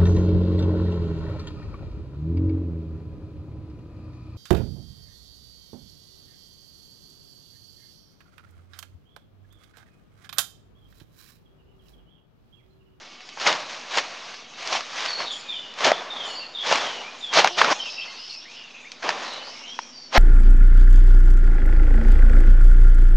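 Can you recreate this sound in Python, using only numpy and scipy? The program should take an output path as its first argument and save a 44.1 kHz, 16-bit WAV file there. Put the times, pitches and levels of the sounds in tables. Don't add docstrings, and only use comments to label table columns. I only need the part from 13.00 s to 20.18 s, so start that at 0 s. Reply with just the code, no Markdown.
import sys
import numpy as np
from scipy import signal
from scipy.io import wavfile
from scipy.ndimage import uniform_filter1d

SR = 44100
rng = np.random.default_rng(int(sys.argv[2]) if len(sys.argv) > 2 else 0)


def materialize(psi):
    bounded = np.clip(np.atleast_2d(psi).T, -1, 1)
    quanta = np.round(bounded * 32767).astype(np.int16)
    wavfile.write(sys.argv[1], SR, quanta)


N = 316638

# (frequency [Hz], relative density [dB per Hz])
LEAF_SPECTRUM = [(35, -41), (60, -34), (141, -15), (400, -4), (605, 2.5), (1090, 2), (1480, -1), (2770, -2),
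                 (5620, -8), (6900, -14.5), (7500, -25.5), (9100, -34.5), (10000, -51), (11000, -81),
                 (16800, -71)]


def leaves():
    sizes = gain_of(2.98 * np.minimum(rng.exponential(1, N), 4)) * rng.choice([-1, 1], N)
    creases = sizes * (rng.random(N) < 1200 / SR)
    contact_hits = abs(sizes) * (rng.random(N) < 70 / SR)
    contacts = signal.lfilter([1], [1, -np.exp(-1 / (0.007 * SR))], contact_hits)
    drive = (0.41 * evened(creases) + 1.08 * rng.standard_normal(N)) * (1 + 0.17 * contacts)
    rib_hz = 780 * gain_of(2.95 * drift(0.016, N))
    ribs = resonate(sizes * (rng.random(N) < 160 / SR), rib_hz, 380)
    spectrogram = signal.stft(evened(drive) + 0.074 * evened(ribs), nperseg=256)[2]
    patches = uniform_filter1d(rng.standard_normal(spectrogram.shape), size=5, axis=0)
    patches = uniform_filter1d(patches, size=9, axis=1)
    patched = signal.istft(spectrogram * gain_of(1.06 * evened(patches)), nperseg=256)[1][:N]
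    full = coloured(patched, LEAF_SPECTRUM)
    body = signal.sosfilt(signal.butter(1, 1800, fs=SR, output="sos"), full)
    body_gain, treble_gain = handling()
    return (body_gain * body + treble_gain * (full - body)) / body.std()


def handling():
    # (crest [s], build [s], hold [s], release [s], pressure level [dB],
    # treble relative to body [dB], settling level traced back to the crest [dB])
    pushes = [(0.374, 0.013, 0.0077, .06, -39.5, -6, -61), (0.414, 0.057, 0.033, .06, -35, 7, -64),
              (0.469, 0.042, 0.014, 0.18, -21, 2, -33.5), (0.71, 0.09, 0.029, 1, -44.5, 8.5, -64),
              (0.954, 0.14, 0.012, 0.089, -33, 6.5, -62), (0.975, 0.023, 0.0096, 0.065, -24, 3.5, -36.5),
              (1.288, 1, 0.061, .15, -48.5, 7, -74), (1.588, 0.046, 0.12, .1, -54.5, 17.5, -66),
              (1.744, 0.19, 0.021, 0.11, -30, 6.5, -42.5), (1.985, 0.21, 0.12, 0.41, -39.5, 11, -62),
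              (2.205, 0.1, 0.018, 0.15, -31, -0.5, -41), (2.814, 0.09, 0.015, 0.047, -29, 1.5, -61),
              (2.858, 0.065, 0.019, 0.12, -18, -1.5, -56), (2.876, 0.048, 0.035, 0.049, -24.5, -10, -62),
              (2.93, 0.026, 0.032, .12, -37.5, -5.5, -32), (3.262, 0.57, 0.01, 0.36, -37.5, -2, -55),
              (3.669, 0.093, 0.045, .05, -31.5, 5, -61), (3.717, 0.12, 0.021, 0.12, -23, 1.5, -27),
              (4.338, 0.015, 0.033, 0.051, -28.5, 8.5, -62), (4.375, 0.066, 0.019, 0.1, -14, 0, -60),
              (4.444, 0.014, 0.022, 0.071, -22.5, -7, -46), (4.586, 0.039, 0.0076, 0.2, -21.5, 1, -55),
              (4.649, 0.12, 0.044, 0.071, -22, -8.5, -57), (4.711, 0.036, 0.0094, 0.03, -17.5, -7, -37.5),
              (5.107, 0.55, 0.047, 0.48, -49.5, 4.5, -69), (6.027, 0.012, 0.1, 0.1, -33, -5.5, -28.5),
              (6.242, 0.43, .03, 0.76, -39, 3, -61), (7.138, 0.031, 0.021, .03, -34, 7, -60),
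              (7.158, 0.038, .03, .05, -12.5, -23, -58)]
    # (time [s], level [dB], treble relative to body [dB])
    stirring = [(0, -50.5, 4.5), (.11, -62.5, 13.5), (1.5, -57.5, 6), (2.7, -49.5, 1), (3.55, -48, -13),
                (4.3, -63, -6), (5.3, -63, 1), (5.55, -55, 4), (5.95, -55, -3), (6.75, -52.5, -1),
                (7.18, -62.5, -13)]
    ramp_db, dull_db_per_s = 31.5, -27.5
    settle_db_per_s, settle_treble_db, settle_rise_s = -44, -0.5, 0.057
    t = np.arange(0, N / SR + .002, .001)
    s, stir_db, stir_treble_db = np.transpose(stirring)
    body = gain_of(2 * np.interp(t, s, stir_db))
    treble = gain_of(2 * np.interp(t, s, stir_db + stir_treble_db))
    for crest, build, hold, release, db, treble_db, settle_db in pushes:
        after = np.maximum(t - crest, 0)
        ramp = np.maximum(crest - t, 0) / build + np.maximum(after - hold, 0) / release
        push = gain_of(2 * (db - ramp_db * np.minimum(ramp, 8)))
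        settle_rise = np.minimum(after / settle_rise_s, 1)
        settle = gain_of(2 * (settle_db + settle_db_per_s * after)) * settle_rise
        body = body + push + settle
        bright_push = push * gain_of(2 * dull_db_per_s * after)
        bright_settle = settle * gain_of(2 * settle_treble_db)
        treble = treble + gain_of(2 * treble_db) * (bright_push + bright_settle)
    return [np.interp(np.arange(N) / SR, t, np.sqrt(power)) for power in (body, treble)]


def snaps():
    # (time [s], level of ring and knock [dB], ring frequency [Hz], peak of the crack [dB])
    stalks = [(0.206, -44, 1170, -36), (0.29, -49, 1250, -27), (0.373, -25, 865, -45),
              (0.399, -27, 1420, -23), (0.47, -20, 1160, -13), (0.4717, -6, 2126, -16),
              (0.4747, -16, 1270, -9), (0.504, -36, 830, -25), (0.527, -22, 990, -12),
              (0.696, -33, 1440, -25), (0.954, -37, 735, -14), (0.9725, -17, 735, -12.5),
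              (0.984, -16, 1100, -9), (1.342, -39, 765, -29), (1.674, -22, 1880, -14.5),
              (1.727, -18, 1370, -15), (1.751, -12, 774, -25), (1.807, -24, 1220, -21.5),
              (2.005, -25, 1090, -15.5), (2.0601, -22, 1400, -12.5), (2.1055, -22, 1130, -16),
              (2.1313, -27, 1230, -27), (2.203, -17.5, 1100, -32), (2.739, -49, 1030, -29),
              (2.787, -35, 1010, -19.5), (2.806, -16, 1070, -30), (2.846, -17, 1900, -5.5),
              (2.905, -11, 650, -30), (2.9166, 1, 687, -35), (3.7123, -7.5, 597, -34),
              (3.725, -5, 624, -3.5), (3.7565, -13, 1140, -10), (4.329, -17, 1090, -25),
              (4.4448, 0, 780, -5.5), (4.474, -12, 1100, -6.5), (4.588, -18, 1240, -22),
              (4.614, 1.5, 1100, -12.5), (4.6169, -4, 1640, -26), (4.645, -8.5, 1350, -12),
              (4.702, -12, 1100, -22), (4.7228, -7, 1000, -15), (4.7267, -10.5, 1040, -12.5),
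              (4.858, -44, 1410, -27), (5.918, -48, 2020, -22.5), (6.029, -19.5, 1550, -35),
              (6.091, -9.5, 910, -9), (6.104, -16.5, 1700, -17.5), (6.335, -34, 3900, -35),
              (6.7895, -13.5, 934, -23.5), (7.127, -21.5, 1100, -29), (7.15, -12, 747, -11.5)]
    overtones = [(1.5, 0.39), (2.05, 0.4), (2.9, 0.32)]
    out, t = np.zeros(N), np.arange(1800) / SR
    for s, ring_db, hz, crack_db in stalks:
        upper = sum(share * np.sin(2 * np.pi * (ratio * hz * t + rng.random())) for ratio, share in overtones)
        ring = np.sin(2 * np.pi * hz * t) * swell(t, 0.0017) ** 2 + upper * swell(t, 0.0011) ** 2
        high_pass = signal.butter(2, 1.67 * hz, "high", fs=SR, output="sos")
        splinter = signal.sosfilt(high_pass, rng.standard_normal(len(t)))
        crack_envelope = swell(t, 0.00052) + 0.5 * gain_of(-60 * t / 0.068)
        crack = coloured(splinter, LEAF_SPECTRUM) * crack_envelope
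        knock = evened(coloured(rng.standard_normal(len(t)), LEAF_SPECTRUM)) * swell(t, 0.0015)
        resonance = gain_of(ring_db) * (0.65 * ring + 0.1 * knock)
        add(out, s, resonance + gain_of(crack_db) * crack / abs(crack).max())
    return signal.sosfilt(signal.butter(2, 250, "high", fs=SR, output="sos"), out)


def basket():
    # (time [s], pitch [Hz], level before a common lift of 7.5 dB [dB])
    creak = [(4.496, 390, -61), (4.508, 353, -47.5), (4.6, 359, -58)]
    s, hz, db = np.transpose(creak)
    t, out = np.arange(s[0], s[-1], 1 / SR), np.zeros(N)
    phase = 2 * np.pi * np.cumsum(np.interp(t, s, hz)) / SR
    groan = np.sin(phase) + 1.1 * np.sin(2 * phase)
    add(out, s[0], gain_of(np.interp(t, s, db) + 7.5) * groan * signal.windows.tukey(len(t), .3))
    return out


def birds():
    # (start [s], length [s], first pitch [Hz], last pitch [Hz], level at the crest [dB],
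    # crest position [share of the length], blur [Hz])
    notes = [(2.067, 0.19, 4475, 4350, -31, 0.35, 220), (2.255, 0.12, 3850, 3325, -31.5, 0.5, 380),
             (2.429, 0.16, 2525, 2410, -45, 0.57, 200), (2.485, 0.14, 3630, 3500, -31.5, 0.17, 150),
             (2.508, 0.084, 3570, 3000, -34.5, 0.3, 260), (2.576, 0.15, 3037, 2916, -40.5, 0.4, 170),
             (2.921, 0.085, 3400, 3480, -33.5, 0.14, 250), (3.099, 0.19, 3656, 3506, -34.5, 0.068, 220),
             (3.147, 0.22, 3530, 2887, -35.5, 0.3, 201), (3.265, 0.12, 4290, 4440, -39, 0.97, 200),
             (3.354, 0.12, 4850, 4320, -36.5, 0.39, 300), (3.396, 0.074, 2740, 2720, -39.5, 0.35, 260),
             (3.537, 0.092, 3687, 3560, -32.5, 0.27, 230), (3.57, 0.13, 3370, 3370, -31, 0.21, 280),
             (3.793, 0.23, 3530, 2850, -34.5, 0.13, 220), (4.033, 0.082, 2200, 2500, -39, 0.46, 154),
             (4.209, .13, 3690, 3220, -32.5, 0.31, 200), (4.485, .09, 3300, 2900, -40, 0.24, 700),
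             (4.491, .09, 5400, 5600, -49, .6, 600), (4.788, 0.062, 3187, 3095, -31, 0.32, 200),
             (4.799, 0.27, 5230, 5310, -40, 0.77, 300), (4.87, 0.45, 4810, 4380, -45, 0.074, 350),
             (4.853, 0.052, 2840, 2580, -33, 0.19, 302), (4.87, 0.038, 2910, 3430, -39.5, .4, 400),
             (4.964, 0.1, 2726, 2604, -34, 0.3, 238), (5.011, 0.04, 2980, 3250, -35, 0.54, 350),
             (5.073, 0.056, 2120, 2075, -43, .15, 130), (5.171, 0.17, 4960, 5090, -41, 0.26, 527),
             (5.251, 0.12, 5400, 5360, -44.5, 0.73, 760), (5.342, 0.11, 4860, 5630, -41, 0.33, 352),
             (5.161, 0.13, 2690, 3000, -46, 0.44, 300), (5.274, 0.098, 3120, 2660, -44, 0.3, 400),
             (5.293, 0.066, 4270, 4550, -37, 0.31, 497), (5.412, 0.042, 3400, 3450, -52, 0.14, 150),
             (5.45, 0.08, 1807, 2560, -46, 0.48, 238), (5.51, 0.1, 2600, 2940, -46, 0.62, 262),
             (5.579, 0.14, 2920, 2650, -45, 0.3, 300), (5.737, 0.11, 2565, 2450, -44, 0.085, 350),
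             (5.752, 0.21, 3400, 3690, -54, 0.4, 150), (5.84, 0.05, 1850, 2484, -43, 0.54, 200),
             (6.245, 0.16, 4120, 3920, -38.5, 0.54, 550), (6.415, 0.12, 4020, 4670, -42.5, 0.5, 600),
             (6.322, 0.2, 2950, 3046, -43.5, 0.14, 220), (6.445, 0.2, 4970, 5380, -44.5, 0.72, 700),
             (6.518, 0.2, 2110, 2275, -49, 0.28, 350), (6.52, 0.15, 2970, 2770, -50, 0.89, 300),
             (6.633, 0.14, 2763, 3380, -40, .75, 200), (6.677, 0.23, 5650, 5540, -46.5, 0.12, 500),
             (6.794, 0.091, 5250, 5800, -46, .4, 500), (6.871, 0.36, 5580, 5450, -49, 0.41, 500),
             (6.927, 0.16, 4780, 4520, -42.5, 0.57, 200)]
    direct = np.zeros(N)
    for note in notes:
        add(direct, *whistle(*note))
    t = np.arange(SR // 2) / SR
    tail = rng.standard_normal(len(t)) * gain_of(-60 * t / 1.0)
    return direct + gain_of(-8.0) * signal.fftconvolve(direct, tail / np.linalg.norm(tail))[:N]


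def whistle(start, length, first_hz, last_hz, db, crest, blur):
    onset_db, fade_db = -4.5, -7
    glide_bend = 1.7
    clear_hz = 180
    t = np.arange(0, length, 1 / SR)
    glide = last_hz + (first_hz - last_hz) * (1 - t / length) ** glide_bend
    pitch = glide * (1 + .011 * drift(.005, len(t)))
    clear = np.sin(2 * np.pi * np.cumsum(pitch) / SR)
    fuzzy = resonate(resonate(rng.standard_normal(len(t)), pitch, blur), pitch, blur)
    voice = evened(clear_hz / blur * evened(clear) + evened(fuzzy))
    edges = np.minimum(np.minimum(t / 0.0037, (length - t) / 0.0053), 1)
    swell_db = np.interp(t / length, [0, np.clip(crest, .02, .98), 1], [onset_db, 0, fade_db])
    return start, gain_of(db + swell_db) * voice * edges


def insect():
    # (time [s], relative level [dB])
    strokes = [(2.307, -46), (3.248, -47), (4.179, -53.5)]
    # (frequency [Hz], width [Hz], relative level [dB])
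    resonances = [(4900, 130, -5), (5400, 110, -11), (5950, 130, -11), (6950, 550, 0), (8950, 500, -14)]
    out, t = np.zeros(N), np.arange(SR // 2) / SR
    for s, db in strokes:
        clicks = rng.standard_normal(len(t)) * gain_of(1.7 * drift(0.0011, len(t)))
        fade_db = -9 / (1 + np.exp((.12 - t) / .01)) - 30 * t
        body = np.zeros(len(t))
        for hz, width, level_db in resonances:
            ringing = evened(resonate(resonate(clicks, hz, width), hz, width))
            body += gain_of(level_db + fade_db * (hz / 7000) ** 3) * ringing
        envelope = (1 - np.exp(-t / 0.0054)) * (1 - (t / t[-1]) ** 4)
        add(out, s, gain_of(db) * envelope * body)
    return out


def flock():
    # (time [s], level [dB])
    chatter = [(0, -52), (1.9, -47), (2.3, -53.5), (3.5, -82), (4.6, -36), (5.1, -44), (5.3, -48),
               (5.6, -47), (5.95, -54), (6.3, -49.5), (6.7, -45.5), (7.18, -65)]
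    out = np.zeros(N)
    for at, pitch, slope, size in rng.random((1150, 4)):
        hz = 2400 * 2.7 ** pitch
        last_hz = hz * (.92 + .16 * slope)
        blur = 330 * (hz / 3500) ** 1.5
        add(out, *whistle(at * N / SR, .07, hz, last_hz, 4 * size, .3, blur))
    return gain_of(np.interp(np.arange(N) / SR, *np.transpose(chatter))) * evened(out)


def air():
    # (frequency [Hz], relative density [dB per Hz])
    wash_spectrum = [(24, 9), (40, 0.5), (80, -7), (150, 0), (344, 1.5), (1130, -6.5), (2090, -4),
                     (3310, -4), (4600, -3.5), (6250, -13.5), (7200, -14), (7700, -51.5), (9100, -55.5),
                     (10000, -65), (16800, -93.5)]
    # (time [s], level [dB])
    drone = [(0, -65.5), (5.2, -66.5), (5.35, -72), (5.6, -64), (7.18, -59)]
    # (frequency [Hz], level [dB])
    tones = [(738, -62.5), (1170, -61), (2215, -58.5)]
    drone_hz, drone_width_hz, tone_width_hz, tones_end_s = 246.3, 24, 45, 2.4
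    wash_db = -52.5
    out = narrow(drone_hz, drone_width_hz, N) * gain_of(np.interp(np.arange(N) / SR, *np.transpose(drone)))
    for hz, db in tones:
        add(out, 0, gain_of(db) * narrow(hz, tone_width_hz, round(tones_end_s * SR)))
    wash = evened(coloured(rng.standard_normal(N), wash_spectrum))
    return out + gain_of(wash_db + 1.0 * drift(0.74, N)) * wash


def gain_of(db):
    return 10 ** (np.asarray(db) / 20)


def evened(x):
    return x / np.sqrt(np.mean(x ** 2) + 1e-20)


def add(mix, s, sound):
    part = mix[round(s * SR):][:len(sound)]
    part += sound[:len(part)]


def coloured(x, points):
    f, db = np.transpose(points)
    hz = abs(np.fft.fftfreq(8192, 1 / SR))
    filter_db = np.maximum(np.interp(np.log(hz + 1), np.log(f + 1), db), -100)
    log_gain = np.log(gain_of(filter_db))
    taps = np.fft.ifft(np.exp(np.conj(signal.hilbert(log_gain)))).real[:4096]
    return signal.oaconvolve(x, taps)[:len(x)]


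def resonate(x, hz, width):
    turn = np.exp(2j * np.pi * np.cumsum(hz * np.ones(len(x))) / SR)
    r = np.exp(-np.pi * width / SR)
    return 2 * (turn * signal.lfilter([1 - r], [1, -r], x / turn + 1e-18)).real


def drift(seconds, count):
    span = int(seconds * SR)
    return evened(uniform_filter1d(uniform_filter1d(rng.standard_normal(count), span), span))


def swell(t, crest):
    return t / crest * np.exp(1 - t / crest)


def narrow(hz, width, count):
    return evened(resonate(resonate(rng.standard_normal(count), hz, width), hz, width))


def scene():
    # (frequency [Hz], level [dB])
    side_spectrum = [(60, -16.5), (160, -18), (410, -28.5), (1060, -30), (2750, -20), (7170, -24.5)]
    near_share_db = -25.5
    near = leaves() + snaps() + basket() + birds() + insect()
    far = flock() + air()
    t = np.arange(2000) / SR
    smear = rng.standard_normal(len(t)) * gain_of(-60 * t / 0.012)
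    spread = signal.oaconvolve(far + gain_of(near_share_db) * near, smear / np.linalg.norm(smear))[:N]
    side = gain_of(2.0) * coloured(spread, side_spectrum)
    return np.array([near + far + side, near + far - side])


def record(dry):
    edge_hz, offset = 15700, .0012
    heard = signal.sosfilt(signal.butter(10, 9700, fs=SR, output="sos"), dry)
    clipped = np.clip(heard, -.96, .96)
    cut = signal.sosfilt(signal.butter(2, 90, "high", fs=SR, output="sos"), clipped) + offset
    return signal.oaconvolve(cut, signal.firwin(511, edge_hz, window=("kaiser", 9), fs=SR)[None], "same")


dry = scene()
out = record(dry)
materialize(out)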